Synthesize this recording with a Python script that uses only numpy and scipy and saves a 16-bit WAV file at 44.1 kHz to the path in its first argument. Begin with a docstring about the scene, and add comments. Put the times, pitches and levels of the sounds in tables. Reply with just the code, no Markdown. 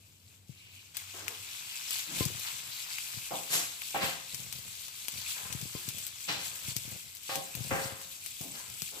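"""A low hum and a faint sizzle open the scene: small potatoes fry in butter in a pan on a kitchen hob, heard
close by. The sizzle, ringing bubbles over hiss, jumps up abruptly at about 0.95 s; the hum stops about half a
second later. Single loud spits crack out. After a nudge of the spatula the pan is lifted and shaken: the potatoes
slide and thud as dull filtered knocks, while the pan scrapes and knocks as rasping noise and ringing modes."""
import sys
import numpy as np
from scipy import signal
from scipy.fft import rfft, irfft, next_fast_len
from scipy.io import wavfile

SR = 44100
rng = np.random.default_rng(int(sys.argv[2]) if len(sys.argv) > 2 else 0)


def wav_out(sig):
    """Save sig, one row per channel (or a flat mono array), as 16-bit PCM at SR to the path in sys.argv[1]."""
    wavfile.write(sys.argv[1], SR, np.round(np.clip(np.atleast_2d(sig).T, -1, 1) * 32767).astype(np.int16))


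N = 396900
T = np.arange(N) / SR
SIZE = next_fast_len(N + SR // 2, real=True)
HZ = np.maximum(np.fft.rfftfreq(SIZE, 1 / SR), 1)


def from_db(db):
    """Amplitude factor of a level in dB."""
    return 10 ** (np.asarray(db) / 20)


def rms_one(x):
    """Scale to an RMS of 1 over all channels."""
    return x / np.sqrt(np.mean(x ** 2) + 1e-20)


def in_time(rows):
    """Columns of a curve at every sample."""
    s, *columns = np.transpose(rows)
    return [np.interp(T, s, c) for c in columns]


def at_hz(points):
    """A spectrum in dB joined on a log-frequency axis."""
    hz, db = np.transpose(points)
    return np.interp(np.log(HZ), np.log(hz), db)


def colour(x, points):
    """Causal (minimum-phase) filter with the given spectrum."""
    cepstrum = irfft(np.log(from_db(at_hz(points))), SIZE)
    # fold the cepstrum onto positive time
    cepstrum[1:SIZE // 2] *= 2
    cepstrum[SIZE // 2 + 1:] = 0
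    response = np.exp(rfft(cepstrum))
    return irfft(rfft(x, SIZE) * response, SIZE)[..., :N]


def cut(x, hz, kind, order=2):
    """Butterworth low- or high-pass."""
    sos = signal.butter(order, min(hz, .45 * SR), kind, fs=SR, output="sos")
    return signal.sosfilt(sos, x + 1e-18)


def ring(clicks, hz, t60):
    """A unit click sets off a decaying sine that starts at height 1."""
    r, w = from_db(-60 / (t60 * SR)), 2 * np.pi * hz / SR
    return signal.lfilter([0, np.sin(w)], [1, -2 * r * np.cos(w), r * r], clicks + 1e-18)


def click(s):
    """A unit click at time s."""
    return 1. * (np.arange(N) == round(s * SR))


def swell(s, rise, hold, t60):
    """From time s: a straight rise, a hold and a dying tail."""
    tail_db = -60 * np.clip((T - s - rise - hold) / t60, 0, 3)
    return np.clip((T - s) / rise, 0, 1) * from_db(tail_db)


def drift(rate):
    """Random wandering of RMS 1, through `rate` new values per second."""
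    knots = rng.standard_normal(4000)
    return rms_one(np.interp(T * rate, np.arange(len(knots)), knots))


def place(x, left_db, lag_ms=0):
    """A source nearer the left microphone is louder and earlier there."""
    late = np.pad(x, (round(abs(lag_ms) * SR / 1000), 0))[:N]
    return np.array([x * from_db(left_db / 2), late * from_db(-left_db / 2)])


def grains(per_s, spread_db):
    """Random clicks of unequal size; a positive spread gives many small and a few large."""
    chance, out = rng.random(N), np.zeros(N)
    at = np.flatnonzero(chance < per_s / SR)
    rarity = np.minimum(-np.log(chance[at] * SR / per_s + 1e-12), 4.5)
    out[at] = from_db(spread_db * rarity) * (-1.) ** at
    return rms_one(out)


# the frying, low and high parts each, between the flares: (time [s], level [dB])
SIZZLE_LEVEL = [(0, -63.5), (.47, -64.5), (.54, -58.5), (.942, -56.5), (.948, -47), (1.6, -44),
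                (2.4, -42.5), (3.3, -44.5), (4.9, -46), (5.7, -44), (7.15, -49.5), (9, -46)]
# a wet face of a potato meets the hot pan: (crest time [s], level [dB], swell time [s])
FLARES = [(.34, -60, .08), (.76, -58, 0.085), (2.0, -40, 0.2), (2.23, -37.5, 0.12), (2.48, -38.5, 0.083),
          (2.921, -41, 0.22), (3.131, -44, 0.023), (4.1, -40.5, 0.18), (5.311, -39, 0.23),
          (6.46, -39.5, 0.091), (6.7, -39.5, 0.18), (6.93, -43.5, 0.28), (7.35, -43, 0.19),
          (7.58, -45.5, 0.063), (7.86, -43.5, 0.49), (8.6, -44.5, 0.089)]
FLARE_T60_S = 0.38


def frying():
    """Strength of the sizzle: the flares add their power to the steady frying."""
    steady = from_db(in_time(SIZZLE_LEVEL)[0])
    flares = sum((from_db(db) * swell(s - rise, rise, 0, FLARE_T60_S)) ** 2 for s, db, rise in FLARES)
    return np.sqrt(steady ** 2 + flares)


# moisture on the pan floor makes larger, lower bubbles: (time [s], lows up and highs down by [dB])
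MOISTURE = [(.42, 3), (.55, 8), (1.6, 7.5), (3.0, 4.5), (4.6, 3), (9.0, 0)]
# colour of the frying fat: (frequency [Hz], relative level [dB])
FAT_SPECTRUM = [(300, -32), (1000, -21), (1850, -15), (2150, -3.5), (2800, -.3), (4300, -1.5), (5900, -3.5),
                (7200, -.5), (7950, 0), (8800, -7.5), (11500, -4.5), (15000, -6)]
# how much louder the sizzle is on the left: (frequency [Hz], level difference [dB])
LEFT_LEAN = [(1900, 0), (6400, 8.5), (9800, -1), (15000, 5.5)]


def sizzle(per_s=9000, spread_db=2.0, hiss_db=-1.0, flutter_db=3.0, cycles=18.0, lag_ms=.36, spray_hz=8400,
           spray_db=0.0, spray_loss=0.45, surge_db=1.0, spray_surge_db=1.5, surges_per_s=16, count=28):
    """Bubbles of many sizes burst, each size in its own fits and starts, over a hiss of the tiniest."""
    moisture_db, = in_time(MOISTURE)
    bubbles, shared_fits = 0, drift(22)
    for hz in np.linspace(1500, 15000, count):
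        flutter = from_db(flutter_db * (drift(25) + .5 * shared_fits))
        bursts = grains(per_s / count, spread_db) * flutter
        one_size = rms_one(ring(bursts, hz, cycles / hz))
        bubbles = bubbles + place(one_size, 0, lag_ms * (.5 + rng.random()))
    # tiny drops snap with a dry tick across all frequencies
    ticks = from_db(-10) * place(grains(260, spread_db=2.4), 0, lag_ms)
    hiss = from_db(hiss_db) * rng.standard_normal((2, N))
    fat = colour(rms_one(bubbles) + ticks + hiss, FAT_SPECTRUM)
    lean = from_db(at_hz(LEFT_LEAN) * [[.5], [-.5]])
    fat = irfft(rfft(fat, SIZE) * lean, SIZE)[:, :N]
    body, spray = cut(fat, spray_hz, "low", order=8), cut(fat, spray_hz, "high", order=8)
    large, tilt = cut(body, 5500, "low", order=1), from_db(moisture_db)
    body = large * tilt + (body - large) / tilt
    body = rms_one(body / np.hypot(tilt, 1 / tilt))
    # the drier the pan, the more fine spray; both surge a little by chance
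    surge = drift(surges_per_s)
    body = from_db(surge_db * surge) * body
    spray_level_db = spray_db - spray_loss * moisture_db + spray_surge_db * surge
    spray = from_db(spray_level_db) * rms_one(spray)
    return frying() * (body + spray)


FIZZ_FROM_S, FIZZ_RISE_S, FIZZ_HOLD_S, FIZZ_T60_S, FIZZ_DB = .48, 0.15, 0.17, 0.51, -58


def fizz(per_s=1800, lowest_hz=2250, highest_hz=3200, cycles=26.0, count=8):
    """Like-sized bubbles swell on the wet side of the potato turned by the spatula, and dry away."""
    bubbles = 0
    for hz in np.geomspace(lowest_hz, highest_hz, count):
        one_size = ring(grains(per_s / count, spread_db=1.0), hz, cycles / hz)
        bubbles = bubbles + place(one_size, 0, lag_ms=0.52 * rng.random())
    bubbles = rms_one(cut(bubbles, 1.07 * lowest_hz, "high", order=6))
    return from_db(FIZZ_DB) * swell(FIZZ_FROM_S, FIZZ_RISE_S, FIZZ_HOLD_S, FIZZ_T60_S) * bubbles


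# lesser spits come at random once the pan is moved
SMALL_SPITS_FROM_S, SMALL_SPIT_DB, SMALL_SPIT_SPREAD_DB, SMALL_PLOP_DB = 1.8, -36.5, 1.5, -25


def small_spits(count=60):
    """Rows like those of the loud spits, drawn by chance."""
    times = rng.uniform(SMALL_SPITS_FROM_S, T[-SR // 10], count)
    levels_db = SMALL_SPIT_DB + SMALL_SPIT_SPREAD_DB * rng.standard_normal(count)
    return [(s, db, SMALL_PLOP_DB) for s, db in zip(times, levels_db)]


# the loudest spits of fat: (time [s], level before filtering [dB], low plop relative to it [dB])
LOUD_SPITS = [(0.9697, -23, -14), (1.2811, -22.5, 6), (1.9075, -22, -28), (2.253, -20.5, -23),
              (2.396, -29, -21), (2.985, -31, 13), (3.8192, -29.5, 7), (4.346, -25.5, -37),
              (4.5264, -25, -23), (5.0833, -22, -2), (5.527, -23.5, -9), (5.6143, -29.5, -18),
              (5.8889, -22.5, -24), (5.9833, -28.5, -18), (6.067, -26.5, -7), (6.557, -32, -1),
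              (6.7655, -19.5, -34), (7.3564, -20, -15), (7.552, -24.5, -7), (8.262, -27, -6),
              (8.4123, -28, -31), (8.82, -22, -5)]
# colour of a spit: (frequency [Hz], relative level [dB])
SPIT_SPECTRUM = [(500, -13), (2000, -6), (4500, 0), (7500, 2), (9500, -1), (15000, 1)]


def spits(spatter_t60=0.055, plop_hz=2500, plop_t60=0.0027, spatter_db=-9.5, crack_t60=0.0019,
          crack_gain_db=4.5):
    """A large drop bursts: a crack of about a millisecond, a faint spatter, and the plop of its cavity."""
    cracks, plops, t = np.zeros(N), np.zeros(N), T[:SR // 25]
    crack_decay = from_db(crack_gain_db - 60 * t / crack_t60)
    spatter_decay = from_db(spatter_db - 60 * t / spatter_t60)
    for s, level_db, plop_db in LOUD_SPITS + small_spits():
        at = round(s * SR)
        crack = rng.choice([-1, 1], len(t)) * crack_decay
        spatter = rng.standard_normal(len(t)) * spatter_decay
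        cracks[at:at + len(t)] += from_db(level_db) * (crack + spatter)
        plops[at] = from_db(level_db + plop_db)
    plops = cut(ring(plops, plop_hz, plop_t60), plop_hz / 2, "high")
    return place(colour(cracks, SPIT_SPECTRUM) + plops, left_db=9.0, lag_ms=.35)


# the pan is tipped or shaken: (time [s], length [s], sliding level [dB], rumble level [dB])
SHAKES = [(2.063, 0.095, -54.5, -51), (2.362, .2, -59.5, -67), (3.006, 0.039, -64, -61),
          (4.187, 0.29, -73, -59), (4.992, 0.32, -68, -60.5), (5.349, 0.12, -50.5, -56.5),
          (5.722, 0.089, -58, -55.5), (6.213, 0.068, -74, -57), (6.484, 0.069, -57.5, -52),
          (6.7, 0.11, -75, -55.5), (7.433, 0.22, -61.5, -53.5), (8.534, 0.059, -52, -63.5)]
SHAKE_RISE_S, SETTLE_T60_S, ROLL_DELAY_S = 0.018, 0.68, 0.12


def tumbling():
    """Strengths of rolling and wet sliding: each shake rises, holds and settles; rolling starts later."""
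    roll_power, slide_power = 0, 0
    for s, length, slide_db, roll_db in SHAKES:
        hold = length - SHAKE_RISE_S
        roll = from_db(roll_db) * swell(s + ROLL_DELAY_S, SHAKE_RISE_S, hold, SETTLE_T60_S)
        slide = from_db(slide_db) * swell(s, SHAKE_RISE_S, hold, SETTLE_T60_S)
        roll_power = roll_power + roll ** 2
        slide_power = slide_power + slide ** 2
    return np.sqrt(roll_power), np.sqrt(slide_power)


# dull thuds: first the nudge of the spatula, then potatoes dropping on the pan floor:
# (time [s], level before the mix [dB], slap relative to it [dB])
THUDS = [(0.493, -34, -20), (2.258, -24.5, -12), (3.171, -36, -28), (4.035, -39, 14), (5.549, -30.5, -3),
         (5.626, -31.5, -17), (5.655, -37, 1), (5.88, -36.5, 1), (6.682, -33, -7), (6.764, -33.5, -2),
         (6.877, -44, 6), (7.55, -35.5, -20.5), (7.606, -31, -18), (7.718, -28, 6), (7.855, -36, 2),
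         (7.922, -38, 0), (8.408, -37.5, 3), (8.822, -39.5, -3)]
THUD_HZ, THUD_SPREAD_OCTAVES = 140, 0.14
# colour of rolling potatoes: (frequency [Hz], relative level [dB])
RUMBLE_SPECTRUM = [(25, -43), (55, -14), (95, 1), (140, -1), (330, -17.5), (700, -19.5), (1500, -45)]
# colour of wet sliding, shared by the simmer: (frequency [Hz], relative level [dB])
SLIDE_SPECTRUM = [(200, -15), (650, -5), (950, 0), (1700, 0), (2300, -5), (4000, -25)]


def potatoes(knocks_per_s=45, thud_t60=0.06, slap_hz=225, slap_t60=0.019):
    """Soft bodies are nudged, roll with dull bumps, slide on the wet fat, and drop with a thud and a slap."""
    roll, slide = tumbling()
    knocks = grains(knocks_per_s, spread_db=-0.5) + 0.43 * rng.standard_normal(N)
    rolling = rms_one(colour(knocks, RUMBLE_SPECTRUM)) * roll
    smacks = place(grains(900, spread_db=3.0), left_db=8.0, lag_ms=.35)
    sliding = rms_one(colour(smacks + 0.9 * rng.standard_normal((2, N)), SLIDE_SPECTRUM)) * slide
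    thuds = 0
    for s, db, slap_db in THUDS:
        blow = click(s) * from_db(db)
        hz = THUD_HZ * 2 ** (THUD_SPREAD_OCTAVES * rng.standard_normal())
        thuds = thuds + ring(blow, hz, thud_t60) + from_db(slap_db) * ring(blow, slap_hz, slap_t60)
    soft = cut(cut(thuds, 80, "high", order=3), 600, "low")
    return place(rolling + 0.72 * soft, left_db=12.0) + sliding


# pan meeting the hob: (time [s], ring level before gain [dB], favoured pitch [Hz], rasp level [dB],
# rise [s], fade to -60 dB [s], rasp bottom [Hz], rasp top [Hz])
CONTACTS = [(3.305, -43, 760, -37.5, 0.009, 0.48, 190, 1020),
            (3.489, -72, 900, -27.5, 0.054, 0.54, 135, 15100),
            (3.938, -35, 790, -36, 0.015, 0.65, 149, 2850), (4.006, -53, 1100, -32.5, 0.018, .5, 90, 4200),
            (6.277, -51, 600, -31.5, 0.0104, 0.57, 121, 4840),
            (7.291, -36, 780, -38.5, 0.0041, 0.6, 252, 4400),
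            (7.351, -38.5, 714, -42.5, 0.00775, 0.5, 89.5, 960),
            (7.705, -36, 480, -32, 0.0054, 0.77, 90, 2100), (8.41, -56, 700, -53.5, 0.0011, 0.66, 80, 870)]
# modes of the pan: (frequency [Hz], relative level [dB], decay to -60 dB [s])
PAN_MODES = [(356, -14, .3), (436, -12, .25), (539, -8, .55), (635, -8, .18), (757, -1, .15),
             (786, -3, .48), (942, -3.5, .11), (1095, -4, .16), (1255, -7, .1), (1400, -11, .18),
             (1595, -13, .18), (1875, -9, .25), (1975, -9, .15)]
# colour of the skidding base: (frequency [Hz], relative level [dB])
RASP_SPECTRUM = [(50, -7), (160, 3.5), (330, -5.5), (700, 0), (1500, -0.5), (2600, 2), (6000, 2),
                 (7700, 6.5), (9000, -4), (12000, 3), (15000, -12)]
FAVOUR_DB_PER_OCTAVE = 8.5


def pan_on_hob(chatter_per_s=1500, ring_gain_db=-7.5, strike=38.0):
    """The base lands and skids: its chatter is heard as a rasp and sets the modes of the pan ringing."""
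    chatter = place(grains(chatter_per_s, spread_db=2.0), 0, lag_ms=0.21)
    chatter = rms_one(chatter + 0.99 * rng.standard_normal((2, N)))
    rough, out = colour(chatter, RASP_SPECTRUM), 0
    impulse = signal.unit_impulse(SR)
    modes = np.array([from_db(db) * ring(impulse, hz, t60) for hz, db, t60 in PAN_MODES])
    for s, ring_db, favoured_hz, rasp_db, rise, fade, bottom_hz, top_hz in CONTACTS:
        pressure = swell(s, rise, 0, fade)
        band = cut(cut(rough, top_hz, "low", order=4), bottom_hz, "high")
        rasp = from_db(rasp_db) * pressure * rms_one(band)
        # every contact point favours the modes near one pitch
        octaves_off = np.abs(np.log2(np.array(PAN_MODES)[:, 0] / favoured_hz))
        weights = from_db(-FAVOUR_DB_PER_OCTAVE * octaves_off) * rng.choice([-1, 1], len(PAN_MODES))
        body = weights @ modes
        body = body / np.linalg.norm(body)
        force = pressure ** 2 * chatter + strike * click(s + rise / 2)
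        ringing = signal.oaconvolve(force, [body], axes=1)[:, :N]
        out = out + rasp + 2 * from_db(ring_db + ring_gain_db) * ringing
    return out * from_db([[1], [-1]])  # a little louder on the left


# the edge of the base strikes the hob: (time [s], level [dB], pitch [Hz])
CLACKS = [(3.3205, -36, 750), (3.9495, -31.5, 830), (3.962, -25, 810), (7.2945, -27.5, 800)]


def clacks(cycles=24.0):
    """Hard clacks: the edge rings, falling by 60 dB in 24 cycles as the hob damps it."""
    return sum(from_db(db) * ring(click(s), hz, cycles / hz) for s, db, hz in CLACKS)


# the pan is dragged over the hob: (time [s], rise [s], hold [s], rasp level [dB], rasp top [Hz],
# groan level [dB], groan start pitch [Hz], groan end pitch [Hz])
DRAGS = [(1.135, .008, 0.17, -53, 1840, -64, 380, 423), (2.06, 0.084, 0.065, -56.5, 880, -49, 288, 140),
         (8.425, 0.026, 0.12, -65, 850, -55, 320, 163), (8.91, 0.017, 0.049, -55.5, 1220, -68, 450, 380)]
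DRAG_T60_S = 0.37


def drags(slips_per_s=700, groan_width_hz=150, bottom_hz=250):
    """The base sticks and slips: a steady rasp, and a low resonance that glides as the load shifts."""
    slips, out = place(grains(slips_per_s, spread_db=0.5), 0, lag_ms=0.11), 0
    slips = slips + 0.98 * rng.standard_normal((2, N))
    for s, rise, hold, rasp_db, top_hz, groan_db, start_hz, end_hz in DRAGS:
        rasp = rms_one(cut(cut(slips, top_hz, "low", order=4), bottom_hz, "high"))
        # a narrow band-pass follows the glide: shift down to 0 Hz, low-pass, shift back up
        glide_hz = np.interp(T, [s, s + rise + hold], [start_hz, end_hz])
        turn = np.exp(2j * np.pi * np.cumsum(glide_hz) / SR)
        groan = rms_one((cut(slips[0] / turn, groan_width_hz / 2, "low") * turn).real)
        both = from_db(rasp_db) * rasp + from_db(groan_db) * place(groan, left_db=4.0)
        out = out + swell(s, rise, hold, DRAG_T60_S) * both
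    return out


# the handle bumps as the pan is lifted and tipped: (time [s], relative level [dB])
BUMPS = [(2.2077, 0), (5.751, -10.5)]
# modes of the handle: (frequency [Hz], level [dB], decay to -60 dB [s])
HANDLE_MODES = [(164, -21.5, 0.024), (288, -22.5, 0.02), (422, -33.5, 0.03), (362, -47.5, 0.46),
                (1035, -41, 0.099), (2100, -40.5, 0.08)]


def handle():
    """Dull bumps set the modes of the handle ringing briefly."""
    blows = cut(sum(from_db(db) * click(s) for s, db in BUMPS), 3000, "low")
    ringing = sum(from_db(db) * ring(blows, hz, t60) for hz, db, t60 in HANDLE_MODES)
    return place(cut(ringing, 70, "high"), left_db=9.0)


# level at a given sizzle, how steeply it follows the sizzle, and how fast it dries off
SIMMER_DB, SIMMER_AT_SIZZLE_DB, SIMMER_FOLLOWS, DRYING_DB_PER_S = -57, -45.5, 1.13, 0.72


def simmer(per_s=500, spread_db=4.0, hiss_db=0.0, lowest_hz=750):
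    """Water bubbles out under the potatoes, lower in pitch than the fat."""
    bubbles = place(grains(per_s, spread_db), left_db=11.5, lag_ms=0.39)
    bubbles = bubbles + from_db(hiss_db) * rng.standard_normal((2, N))
    follow = (frying() / from_db(SIMMER_AT_SIZZLE_DB)) ** SIMMER_FOLLOWS
    strength = follow * from_db(SIMMER_DB - DRYING_DB_PER_S * T)
    return strength * rms_one(cut(colour(bubbles, SLIDE_SPECTRUM), lowest_hz, "high"))


# colour of the room air: (frequency [Hz], relative level [dB])
KITCHEN_SPECTRUM = [(25, -17.5), (95, 3), (160, -4), (300, -12), (550, -18), (4000, -41)]
HUM_HZ, HUM_DB, HUM_OFF_S = 95.7, -62, 1.46


def background(floor_db=-66, waver_db=3.5):
    """The hob hums on a wavering low tone until it cuts out; the kitchen murmurs with low air noise."""
    tone = np.sin(2 * np.pi * HUM_HZ * T + .5 * drift(15.0))
    fade_out = np.clip((HUM_OFF_S - T) / 0.042, 0, 1)
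    hum = tone * from_db(HUM_DB + waver_db * drift(23.0)) * fade_out
    air = colour(rng.standard_normal(N) + 0.49 * rng.standard_normal((2, N)), KITCHEN_SPECTRUM)
    return place(hum, left_db=3.0) + from_db(floor_db) * rms_one(air)


ROOM_T60_S = 0.11


def room(x, wet_db):
    """Dense reflections off hob, tiles and walls, different on each side."""
    t = T[:SR // 2]
    tail = rng.standard_normal((2, len(t))) * from_db(-60 * t / ROOM_T60_S) * (t > .002)
    tail /= np.sqrt(np.sum(tail ** 2, axis=1, keepdims=True))
    return x + from_db(wet_db) * signal.fftconvolve(x, tail, axes=1)[:, :N]


def scene():
    """Mix the frying with the spits, potatoes and pan, each in its share of room."""
    frying_sounds = sizzle() + fizz() + simmer()
    spitting = room(spits(), wet_db=-11.0)
    tossing = room(potatoes() + handle(), wet_db=-4.0)
    scraping = room(pan_on_hob() + clacks() + drags(), wet_db=-3.0)
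    return frying_sounds + spitting + tossing + scraping + background()


CUTOFF_HZ = 15150


def record(dry):
    """The small microphones lose the deep bass; the top is cut steeply."""
    steep = signal.ellip(12, .1, 80, CUTOFF_HZ, fs=SR, output="sos")
    return signal.sosfilt(steep, cut(dry, 45, "high"))


dry = scene()
out = record(dry)
wav_out(out)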